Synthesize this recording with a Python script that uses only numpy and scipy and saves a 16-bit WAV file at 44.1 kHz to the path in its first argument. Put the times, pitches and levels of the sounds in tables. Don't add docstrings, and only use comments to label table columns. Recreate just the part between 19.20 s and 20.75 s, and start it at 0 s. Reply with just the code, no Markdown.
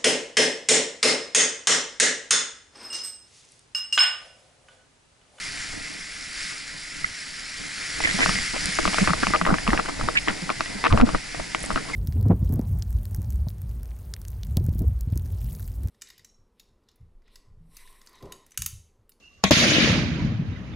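import sys
import numpy as np
from scipy import signal
from scipy.fft import rfft, irfft
from scipy.io import wavfile
from scipy.ndimage import uniform_filter1d

SR = 44100
rng = np.random.default_rng(int(sys.argv[2]) if len(sys.argv) > 2 else 0)


def pcm_store(signal):
    levels = np.round(np.clip(np.atleast_2d(signal), -1, 1) * 32767)
    wavfile.write(sys.argv[1], SR, levels.astype(np.int16).T)


def volts_from_db(level):
    exponent = np.asarray(level, float) / 20
    return 10 ** exponent


N = 68355
FIRST_S, BLAST_S = .2383, .3087
EARLY_S = .240

# start_s, level_db [dB], left_right_db [dB]
RUMBLE_CURVE = [(0.325, -12, -2), (0.351, -27.5, 3), (0.5, -23.5, 3), (0.647, -24, 7), (0.699, -24, 1),
                (0.82, -25.5, 0.5), (0.947, -29, -0.5), (1.027, -26.5, 0), (1.169, -32, 2.5),
                (1.259, -30.5, 0.5), (1.343, -38, 2.5), (1.45, -37, 1.5), (1.55, -34, 0)]


def shocks():
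    direct = shock_fronts() + ground_rings() + crackle()
    return signal.lfilter(*signal.iirnotch(1500, 12, SR), direct)


def shock_fronts():
    # start_s, peak_db [dB], length_s, left_right_db [dB]
    fronts = [
        (.2383, -11, .0008, 0),
        (.2391, -4, .0011, 1),
        (.2404, -9, .0014, 4),
        (.2419, -10, .0046, 4),
        (.2478, -18, .0038, 6),
        (.2530, -23, .004, 6),
        (.3087, -6, .0032, 3),
        (.3120, -8, .0032, 1),
        (.3154, -3, .0028, 3),
        (.3190, -10, .0050, 2),
    ]
    out = 0
    for start_s, peak_db, length_s, side_db in fronts:
        phase = (clock() - start_s) / length_s
        n_wave = (1 - 2 * phase) * (phase >= 0) * (phase < 1)
        out = out + pan(side_db) * volts_from_db(peak_db) * n_wave
    return low_pass(out, 4800)


def ground_rings():
    # pitch_hz, peak_db [dB], t60_s
    first_modes = [(197.8, -19, 0.17), (556, -37, 0.04), (638, -22.5, 0.099), (1100, -28, 0.18)]
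    # pitch_hz, peak_db [dB], t60_s
    blast_modes = [(94, -15.5, 0.12), (280, -54, 0.08), (600, -10.5, 0.046)]
    out = 0
    for start_s, modes in ((FIRST_S, first_modes), (BLAST_S, blast_modes)):
        click = np.arange(N) == int(start_s * SR)
        for hz, peak_db, t60_s in modes:
            out = out + volts_from_db(peak_db) * ring(click, hz, t60_s)
    return pan(11.0) * out


def crackle():
    # level_db [dB rms], t60_s, left_right_db [dB], dull_above_hz
    bursts = [
        (-7, 0.025, 0.5, 12000),
        (-11, 0.045, -3, 21000),
    ]
    # pitch_hz, density_db [dB per Hz]
    colour = [(700, 6), (1100, -1), (1500, 0), (2200, -3), (4300, 1), (6500, 1), (9000, -5), (15000, -3)]
    forerun_s, forerun_db = 0.0052, -30
    grit = bands(colour, patchy_db=2.0)
    out = 0
    for start_s, (level_db, t60_s, side_db, dull_hz) in zip((FIRST_S, BLAST_S), bursts):
        envelope = volts_from_db(level_db) * dying(start_s, t60_s, rise=0.0009)
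        envelope = envelope + volts_from_db(forerun_db) * dying(start_s - forerun_s, t60_s, forerun_s)
        out = out + pan(side_db) * envelope * low_pass(grit, dull_hz)
    return out


def scatter():
    after_blast = dying(.309, 1e6, rise=.010)
    return early_scatter() + after_blast * (roar() + rumble() + thuds())


def early_scatter():
    # pitch_hz, density_db [dB per Hz]
    wash_colour = [(60, -7), (220, -9), (500, -15.5), (1300, -20.5), (2300, -8.5), (3800, -13.5),
                   (5200, -32), (15000, -62)]
    # pitch_hz, density_db [dB per Hz]
    hiss_colour = [(3200, -9), (4000, -2), (5000, -4), (6300, 0), (7500, 0), (9000, -10), (14000, -24)]
    dips_hz = (2960, 4780, 5600)
    wash = volts_from_db(-16.5) * dying(EARLY_S, 0.19, rise=0.00074) * pan(0.99) * bands(wash_colour, patchy_db=3.0)
    hanging = dying(EARLY_S, 1e6, rise=.014) - dying(.299, 1e6, rise=.003)
    out = wash + volts_from_db(-34) * hanging * bands(hiss_colour, patchy_db=1.0)
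    for hz in dips_hz:
        out = signal.lfilter(*signal.iirnotch(hz, 9, SR), out)
    return out


def roar():
    # start_s, level_db [dB], left_right_db [dB]
    course = [
        (.325, -17, -1.5),
        (.395, -18, -2.5),
        (.5, -19, -1.5),
        (.635, -21.5, 0.5),
        (.719, -25, -4),
        (.873, -37.5, -5),
        (1.0, -44, -4.5),
        (1.255, -55, -5),
        (1.55, -59, -4),
    ]
    # pitch_hz, density_db [dB per Hz]
    colour = [(400, -10.5), (800, -17.5), (1400, -10), (2200, -1.5), (4000, -6), (7000, -12.5),
              (10000, -18), (15000, -39)]
    # pitch_hz, loss_db_per_s [dB per s]
    air_loss = [(400, -24.5), (1000, -23.5), (2500, -6), (5500, 3), (9000, 15), (14000, 45)]
    level_db, side_db = in_time(course)
    return volts_from_db(level_db) * pan(side_db) * bands(colour, 1.78, air_loss, path_time())


def rumble():
    # pitch_hz, density_db [dB per Hz]
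    colour = [(20, -32), (50, -4.5), (90, -2), (160, 0), (290, -0.5), (400, -18.5), (580, -5.5), (900, -26)]
    # pitch_hz, loss_db_per_s [dB per s]
    loss = [(30, -10.5), (100, -6), (200, 0.5), (300, 6), (600, 24.5)]
    level_db, side_db = in_time(RUMBLE_CURVE)
    swell = volts_from_db(level_db) * dying(.309, 1e6, rise=0.074)
    return swell * pan(side_db) * bands(colour, 1.4, loss, path_time())


def thuds():
    # centre_s, peak_db [dB], pitch_hz, length_cycles
    pushes = [(.334, -12.5, 200, 1.36), (0.378, -30, 130, 2.1), (0.43, -16, 280, 2.1),
              (.443, -11, 200, 1.24), (0.501, -19.5, 134, 3.2), (0.521, -12.5, 230, 1),
              (0.544, -19.5, 270, 0.98), (0.586, -12.5, 260, 1.9), (0.609, -13, 200, 1.2),
              (0.631, -12, 230, 1.35), (.699, -11.5, 190, 1.5), (.710, -13.5, 110, 1.8),
              (.761, -16.5, 240, 2.3), (0.837, -18.5, 260, 0.79), (0.917, -23.5, 200, 1.05),
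              (0.929, -26, 170, 5.4), (1.062, -18.5, 150, 1.3), (1.124, -19, 200, 1.43),
              (1.164, -25.5, 105, 3.6), (1.199, -18, 160, 2.3), (1.212, -22, 200, 1.1),
              (1.321, -21, 90, 1.05), (1.375, -25, 100, 0.65), (1.416, -23.5, 150, 1.26)]
    # centre_s, peak_db [dB], pitch_hz, length_cycles
    pulls = [(0.371, -11.5, 170, 0.88), (.467, -16, 230, 0.92), (.485, -20.5, 280, 3.4),
             (0.506, -20.5, 260, 2.3), (.569, -14, 200, 0.84), (.645, -10, 210, 1.08),
             (.682, -23, 240, 2.4), (0.73, -15, 220, 1.8), (.746, -22, 280, 1.8), (0.779, -18, 283, 1.94),
             (0.796, -18, 150, 2.7), (0.824, -18.5, 130, 1.04), (0.867, -26, 150, 1.3),
             (0.99, -20, 250, 1.4), (1.015, -21, 110, 1.3), (1.026, -18.5, 150, 1.5),
             (1.036, -22.5, 150, 1.7), (1.050, -14.5, 150, 0.83), (1.097, -20.5, 100, 2.5),
             (1.151, -22.5, 110, 1.9), (1.224, -24, 110, 2.4), (1.294, -20, 95, 2.2)]
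    # centre_s, peak_db [dB], pitch_hz, length_cycles
    knocks = [(.427, -36, 540, 3.3), (.471, -38, 480, 2.3), (.492, -24, 515, 4.5), (.519, -19.5, 600, 2.6),
              (.564, -27, 576, 2.4), (.583, -19, 490, 1.9), (.601, -23.5, 550, 5.7),
              (.644, -25.5, 480, 1.8), (.674, -24, 570, 5), (.702, -26, 500, 6.2), (.747, -29, 573, 7.4),
              (.840, -32, 553, 7.7)]
    out = 0
    for polarity, echoes in ((1, pushes), (1, knocks), (-1, pulls)):
        for centre_s, peak_db, hz, cycles in echoes:
            out = out + polarity * packet(centre_s, peak_db, hz, cycles / hz)
    _, side_db = in_time(RUMBLE_CURVE)
    return out * pan(side_db)


def insect():
    # start_s, level_db [dB]
    song = [
        (0, -59),
        (.035, -56),
        (.058, -48),
        (.07, -56),
        (.088, -52),
        (.12, -59),
        (.16, -62),
        (.2, -68),
        (.23, -74),
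    ]
    # pitch_hz, level_db [dB], width_hz
    lines = [
        (2740, 0, 40),
        (2820, -1, 50),
        (2680, -8, 60),
    ]
    level_db, = in_time(song)
    whine = 0
    for hz, line_db, width_hz in lines:
        t60_s = 1.8 / width_hz
        once = ring(rng.standard_normal(N), hz, t60_s)
        whine = whine + volts_from_db(line_db) * rms_one(ring(once, hz, t60_s))
    return volts_from_db(level_db - 4.5) * whine * pan(-4)


def chirps():
    # centre_s, peak_db [dB], pitch_hz, length_s
    calls = [(.008, -73, 4270, .025), (.02, -70, 1150, .04), (.032, -62, 400, .008), (.12, -66, 1156, .03),
             (.200, -54, 450, .003), (.202, -64, 1500, .004), (.214, -65, 1150, .035),
             (.998, -43, 980, .025), (1.307, -52, 2400, .005), (1.336, -48, 1950, .008),
             (1.336, -53, 3750, .006), (1.365, -42, 2000, .011), (1.366, -52, 2950, .008),
             (1.367, -53, 3760, .009), (1.538, -46, 3550, .008), (1.538, -51, 1950, .006)]
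    return sum(packet(*call) for call in calls) * (1 + 0.25 * drift(160)) * pan(-6.5)


def still_air():
    # pitch_hz, density_db [dB per Hz]
    colour = [(20, 15), (80, 3.5), (300, -7.5), (1000, -16), (2500, -15), (6000, -16.5), (9000, -19.5),
              (15000, -26)]
    return volts_from_db(-56.5) * bands(colour, patchy_db=2.0)


def bands(spectrum, patchy_db, loss=None, path_s=0):
    # pitch_hz, left_right_likeness [0 to 1]
    likeness = [(60, 0.36), (180, 0.9), (540, 0.82), (1620, 0.051), (4850, 0.098), (14500, 0.42)]
    out, weight, together = 0, 0, drift(3.7)
    lowest_hz, highest_hz = spectrum[0][0], spectrum[-1][0]
    edges = lowest_hz * 2 ** np.arange(-1 / 3, np.log2(highest_hz / lowest_hz) + .2, 1 / 3)
    white = rng.standard_normal((2, 2, N + SR // 4))
    for k, (low, high) in enumerate(zip(edges, edges[1:])):
        band_filter = signal.butter(2, [low, high], "band", fs=SR, output="sos")
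        mid, side = signal.sosfilt(band_filter, white[k % 2])[:, -N:]
        hz = np.sqrt(low * high)
        alike = np.clip(at_hz(likeness, hz), 0, 1)
        density_db = at_hz(spectrum, hz)
        fade_db = at_hz(loss, hz) * path_s if loss else 0
        flicker_db = patchy_db * (0.59 * together + drift(23))
        stereo = np.sqrt(1 + alike) * mid + np.sqrt(1 - alike) * side * [[1], [-1]]
        out = out + volts_from_db(density_db - fade_db + flicker_db) * stereo
        weight += volts_from_db(density_db) ** 2 * (high - low) * 4 / SR
    return out / np.sqrt(weight)


def ring(x, hz, t60):
    r, w = volts_from_db(-60 / (t60 * SR)), 2 * np.pi * hz / SR
    return signal.lfilter([0, np.sin(w)], [1, -2 * r * np.cos(w), r * r], x + 1e-18)


def packet(centre, db, hz, length):
    age = clock() - centre
    return volts_from_db(db) * np.cos(2 * np.pi * hz * age) * np.exp(-(2 * age / length) ** 2)


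def dying(start, t60, rise):
    age = np.maximum(clock() - start, 0)
    return np.minimum(age / rise, 1) * volts_from_db(-60 * age / t60)


def drift(rate):
    r = np.exp(-80 * np.pi * rate / SR)
    noise = rng.standard_normal(N // 40 + 2002)
    slow = signal.lfilter([1], [1, -2 * r, r * r], noise)[2000:]
    return np.interp(np.arange(N) / 40, np.arange(len(slow)), rms_one(slow))


def path_time():
    return np.clip(clock() - .43, -.1, .85)


def low_pass(x, hz):
    return signal.sosfilt(signal.butter(2, hz, fs=SR, output="sos"), x)


def pan(db):
    return volts_from_db(np.array([db, -db]) / 2).reshape(2, -1)


def in_time(rows):
    s, *columns = np.transpose(rows)
    return [np.interp(clock(), s, c) for c in columns]


def at_hz(points, hz):
    table_hz, values = np.array(points).T
    return np.interp(np.log(hz), np.log(table_hz), values)


def rms_one(x):
    return x / np.sqrt(np.mean(x ** 2) + 1e-20)


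def clock():
    return np.arange(N) / SR


def scene():
    return shocks() + scatter() + insect() + chirps() + still_air()


def roll_off(x):
    return signal.sosfilt(signal.butter(12, 15140, fs=SR, output="sos"), x)


def record(dry):
    x = signal.sosfilt(signal.butter(2, 58, "high", fs=SR, output="sos"), dry)
    ceiling = .95
    x = ceiling * np.tanh(x / ceiling)
    hz = np.fft.rfftfreq(N, 1 / SR)
    gap_low_hz, gap_high_hz = 7550, 8280
    steps_db = np.select([hz < 7005, hz < gap_low_hz, hz < gap_high_hz, hz < 10250, hz < 14550],
                         [0, -9, -11, -10, -12.5], -60)
    spectrum = rfft(x) * volts_from_db(uniform_filter1d(steps_db * 1., size=200))
    in_gap = 1. * (hz > gap_low_hz) * (hz < gap_high_hz)
    gap = irfft(spectrum * uniform_filter1d(in_gap, size=60), N)
    shut = dying(.338, 1e6, rise=.004) - dying(.735, 1e6, rise=.01) + dying(.815, 1e6, rise=.01)
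    mix = irfft(spectrum, N) - (1 - volts_from_db(-30)) * shut * gap
    return roll_off(mix)


dry = scene()
out = record(dry)
pcm_store(out)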